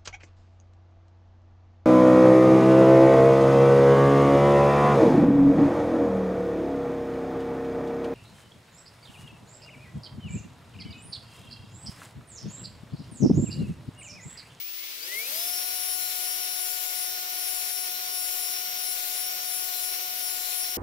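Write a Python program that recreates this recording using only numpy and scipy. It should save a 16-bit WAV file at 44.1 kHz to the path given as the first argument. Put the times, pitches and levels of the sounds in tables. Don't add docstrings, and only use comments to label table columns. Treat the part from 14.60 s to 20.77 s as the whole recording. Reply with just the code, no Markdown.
import sys
import numpy as np
from scipy import signal
from scipy.fft import rfft, irfft
from scipy.io import wavfile

SR = 44100
rng = np.random.default_rng(int(sys.argv[2]) if len(sys.argv) > 2 else 0)


def dump_mix(stems):
    frames = np.atleast_2d(stems).T
    limited = np.clip(frames, -1, 1)
    pcm = np.round(limited * 32767).astype(np.int16)
    wavfile.write(sys.argv[1], SR, pcm)


N = 272097
T = np.arange(N) / SR
GEAR_RATIO = 18.65
VENT_LAG_S, GEARBOX_LAG_S = .000385, .00026

# time at the top in
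# seconds, height there, time at the bottom in seconds, height there, gain of the fan's tone in dB.
STROKES = [ (.55, 0.68, 1.15, 0.24, 2.5), (1.54, 0.86, 1.82, 0.26, 1.5), (2.2, 0.92, 2.63, 0.025, -0.5),
           (3.01, 0.76, 3.41, 0.048, 0.5), (3.74, 0.8, 4.1, .05, 1), (4.45, 0.97, 4.77, 0.076, 1),
           (5.1, 0.9, 5.48, 0.031, 0), (5.83, 0.95, 6.17, 0.18, 2), ]


def undb(db):
    return 10 ** (np.asarray(db) / 20)


def curve(points):
    return np.interp(T, *np.transpose(points))


def swing(db):
    return db - 10 * np.log10(np.mean(undb(db[SR:]) ** 2))


def walk(rate_hz):
    f = np.arange(N // 2 + 1) * SR / N
    drift = irfft(rfft(rng.standard_normal(N)) * np.exp(-(f / rate_hz) ** 2), N)
    return drift / drift.std()


def split(x, hz):
    f = np.arange(N // 2 + 1) * SR / N
    low = irfft(rfft(x) / (1 + (f / hz) ** 8), N)
    return low, x - low


def noise(hz, left_db, right_db, alike_hz, direct=0.19):
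    f = np.arange(N // 2 + 1) * SR / N + 1e-3
    mid, side, source = rfft(rng.standard_normal((3, N)))
    alike = 0.5 / (1 + (f / alike_hz) ** 4)
    diffuse = np.sqrt((1 + alike) / 2) * mid + np.sqrt((1 - alike) / 2) * side * np.array([[1], [-1]])
    arrival = np.exp(-2j * np.pi * f * np.array([[0], [VENT_LAG_S]]))
    pair = np.sqrt(1 - direct) * diffuse + np.sqrt(direct) * source * arrival
    gain = undb([np.interp(np.log(f), np.log(hz), db) for db in (left_db, right_db)])
    return irfft(pair * gain, N) * np.sqrt(SR / 2)


def tone(turns, hz, scatter, fade_hz=7, lag_s=VENT_LAG_S):
    lag_turns = np.array([[0], [lag_s]]) * hz
    steps = np.arange(0, N + 128, 128)
    real, imag = rng.standard_normal((2, 2, len(steps)))
    f = np.fft.fftfreq(len(steps), steps[1] / SR)
    echo = np.fft.ifft(np.fft.fft(real + 1j * imag) / (1 + (f / fade_hz) ** 2) ** 0.95)
    echo = np.array([np.interp(np.arange(N), steps, side) for side in echo / echo.std()])
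    angle = 2 * np.pi * (turns - lag_turns + rng.random())
    wave = (1 + scatter * echo.real) * np.cos(angle) + scatter * echo.imag * np.sin(angle)
    bass_loss = 1 + (290 / hz) ** 8
    return wave * np.sqrt(2 / (1 + scatter ** 2)) / bass_loss


def workshop(mains_hz=60):
    # frequency in Hz, density in dB per Hz.
    spectrum = [(20, -108), (40, -99), (65, -97.5), (100, -100), (180, -102), (500, -106), (4000, -118)]
    hz, db = np.transpose(spectrum)
    hum = undb(-79) * np.sqrt(2) * np.sin(2 * np.pi * mains_hz * T)
    return (noise(hz, db, db, alike_hz=400, direct=0) + hum) * undb([[-1.7], [1.7]])


def bore(rub_db, speed_db):
    # frequency in Hz, density in dB per Hz.
    spectrum = [(600, -120), (950, -86), (1150, -81.5), (1400, -76), (1650, -101), (2100, -120)]
    hz, db = np.transpose(spectrum)
    return noise(hz, db, db, alike_hz=700, direct=0.92) * undb(rub_db + 0.5 * speed_db)


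def stones_and_air(turns, hz, air_db, rub_db, height):
    # frequency in Hz, left and right density in dB per Hz.
    spectrum = [(179, -114, -114), (227.4, -89.5, -90.5), (587, -83, -83.5), (1110, -86, -88),
                (1880, -78.5, -80), (2240, -75, -76.5), (3130, -75, -77.5), (6470, -73.5, -74.5),
                (6210, -75, -82.5), (9000, -78, -90), (10200, -75.5, -97), (11230, -70.5, -78.5),
                (14900, -70.5, -79), (15700, -73, -83)]
    rubbing, hiss = split(noise(*np.transpose(spectrum), alike_hz=730), 5750)
    dull, bright = split(rubbing, 2600)
    body, scrape = split(dull * (hz / hz[-1]) ** 0.35 + bright, 570)
    throb = np.sin(2 * np.pi * turns / GEAR_RATIO)
    lift = height - height.mean()
    run_up_db = 4 * np.exp(-((T - .6) / .19) ** 4)
    body = body * undb(rub_db + np.outer((0, -2), lift) + run_up_db - 0.4 * throb)
    scrape = scrape * undb(rub_db + np.outer((0.6, 0), lift) + 0.1 * throb + 1.06 * walk(28))
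    air = hiss * undb(air_db + np.outer((3, -3.4), lift))
    brushes = 1 + .02 * np.cos(2 * np.pi * turns)
    return body + brushes * (scrape + air)


def controller(turns, hz, switching_hz=15487, sideband_db=-13, right_db=-10):
    # time in seconds, left level in dB.
    levels = [(0, -33), (.2, -35), (.33, -41), (.45, -48), (.62, -42), (.72, -62), (.8, -100)]
    whistle = tone(switching_hz * T, switching_hz, scatter=.15)
    for k in (7, 9):
        sideband = tone(switching_hz * T - k * turns, switching_hz - k * hz, scatter=.5)
        whistle += undb(sideband_db) * sideband
    return whistle * undb(curve(levels)) * undb([[0], [right_db]])


def strain(turns, hz):
    # time in seconds, gain in dB.
    current = [(0, -65), (.2, -60.5), (.38, -61), (.43, -54), (.58, -51), (.66, -54), (.76, -54),
               (.88, -57), (1.1, -85)]
    # multiple of the shaft speed, relative level in dB.
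    ripple = [(2, -1.5), (3, -3), (10, -3), (18, -15), (20, -11), (30, -5), (36, -1), (38, 1), (40, 5),
              (42, 2), (50, 9.5), (60, 6)]
    # centre in Hz, width in Hz, peak gain in dB.
    modes = [(2160, 450, 21), (2600, 260, 11), (3500, 220, 14), (4780, 550, 21), (8000, 700, 4),
             (11000, 1400, 11), (13100, 1400, 16)]
    out = np.zeros((2, N))
    for k, db in ripple:
        ring = .5 + sum(undb(peak_db) / (1 + (2 * (k * hz - centre) / width) ** 2)
                        for centre, width, peak_db in modes)
        edge = (hz / hz[-1]) ** 2 if k > 30 else 1
        shade = np.array([np.ones(N), undb(-5.5 - 9 / (1 + (7000 / (k * hz)) ** 6))])
        out += undb(db) * edge * ring * shade * tone(k * turns, k * hz, scatter=0.42, fade_hz=25)
    return out * undb(curve(current))


def gear_load(turns, chatter_db=2.0, flare_s=0.096):
    # time of the peak in seconds, gain in dB.
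    flares = [(0.822, 3), (1.472, 7), (1.89, 6.5), (3.35, 6.5), (3.77, 4), (4.45, 7), (5.19, 8.5),
              (5.87, 6.5)]
    chatter = chatter_db * np.sin(2 * np.pi * turns / GEAR_RATIO)
    return chatter + sum(db * np.exp(-((T - s) / flare_s) ** 2) for s, db in flares)


def whine(turns, hz, speed_db, air_db, height):
    # multiple of the shaft speed, left and right level in dB.
    harmonics = [(1, -62, -63), (2, -46, -51), (3, -61, -63), (4, -49, -53), (5, -58, -62), (6, -56, -60),
                 (7, -60, -63), (8, -52, -60), (9, -57, -60), (10, -50, -56), (11, -57, -61),
                 (12, -57, -59), (13, -52, -57), (14, -54, -53), (15, -41, -43), (16, -51, -59),
                 (17, -57, -62), (18, -50, -56), (19, -59, -65), (20, -47, -59), (21, -56, -69),
                 (24, -56, -70), (25, -56, -72), (26, -57, -70), (27, -53, -73), (28, -45, -62),
                 (29, -59, -65), (30, -34, -46), (31, -52, -63), (32, -45, -60), (33, -46, -62),
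                 (34, -44, -58), (35, -50, -62), (36, -45, -57), (37, -57, -64), (38, -49, -59),
                 (39, -51, -65), (40, -36.5, -53.5), (41, -48, -65), (42, -44, -66)]
    # multiple of shaft speed, left and right level in dB.
    gears = [(1.054, -71, -71), (5.625, -62, -69), (8.44, -57, -64), (11.25, -48, -58)]
    swelling = { 10: (0.59, 2.6, 3), 11.25: (0.7, 3, 4), 15: (0.4, 20, 2.3), 20: (0.81, 49, 7.3),
                28: (0.56, 45, 6.5), 30: (.55, 56, 14), 40: (0.84, 9.9, 5), }
    load_db = gear_load(turns)
    fan_db = curve([(bottom_s, db) for _, _, bottom_s, _, db in STROKES])
    extra_db = {10: .6 * load_db, 11.25: load_db, 15: fan_db, 30: .6 * fan_db}
    out = np.zeros((2, N))
    for k, left_db, right_db in harmonics + gears:
        if k in swelling:
            loudest_height, loss_db, speed_law = swelling[k]
            swell_db = extra_db.get(k, 0) - loss_db * (height - loudest_height) ** 2
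            gain_db = swing(swell_db) + speed_law * speed_db + 0.084
            scatter = np.array([[.5 if k < 15 else .25], [.7]])
        elif k in (1, 2, 4):
            gain_db = 1.7 * k * speed_db - 0.1
            scatter = .45 if k == 1 else .13
        else:
            gain_db = .7 * air_db + swing(-height) + 9 * speed_db + 0.3
            scatter = .75
        lag_s = GEARBOX_LAG_S if k < 15 else VENT_LAG_S
        partial = tone(k * turns, k * hz, scatter, fade_hz=12, lag_s=lag_s)
        out += undb(gain_db) * undb([[left_db], [right_db]]) * partial
    return out


def hand():
    times, heights = np.array(STROKES)[:, :4].reshape(-1, 2).T
    count = np.arange(len(times))
    leg, part = np.divmod(np.interp(T, times, count), 1)
    eased = leg + (1 - np.cos(np.pi * part)) / 2
    return np.interp(eased, count, heights), np.sin(np.pi * part) ** 2


def motor(slide, relief_hz=1.0, inertia_s=.1):
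    # time in seconds, shaft speed in Hz.
    speeds = [(0, 73), (.2, 106), (.38, 136), (.42, 151), (.49, 189), (.6, 223), (.65, 243), (.75, 322),
              (.8, 341), (.88, 357), (.98, 363.4), (1.12, 366.1), (1.4, 366.3), (1.56, 365), (6.17, 365.05)]
    base_hz = curve(speeds)
    relief = np.interp(T - inertia_s, T, slide - slide.mean())
    hz = (base_hz + relief_hz * relief) * (1 + .0004 * walk(16))
    power = signal.lfilter([1], [1, -np.exp(-1 / (inertia_s * SR))], np.gradient(base_hz ** 2))
    return hz, power / power.max()


def scene():
    height, slide = hand()
    hz, surge = motor(slide)
    turns = np.cumsum(hz) / SR
    speed_db = 20 * np.log10(hz / hz[-1])
    air_db = 0.86 * speed_db + 3.5 * surge
    rub_db = 0.16 * speed_db + 2.5 * surge
    drill = whine(turns, hz, speed_db, air_db, height) + strain(turns, hz) + controller(turns, hz)
    honing = bore(rub_db, speed_db) + stones_and_air(turns, hz, air_db, rub_db, height)
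    return drill + honing + workshop()


def record(dry, top_hz=15750):
    return signal.sosfilt(signal.ellip(12, .1, 80, top_hz, fs=SR, output="sos"), dry)


dry = scene()
out = record(dry)
dump_mix(out)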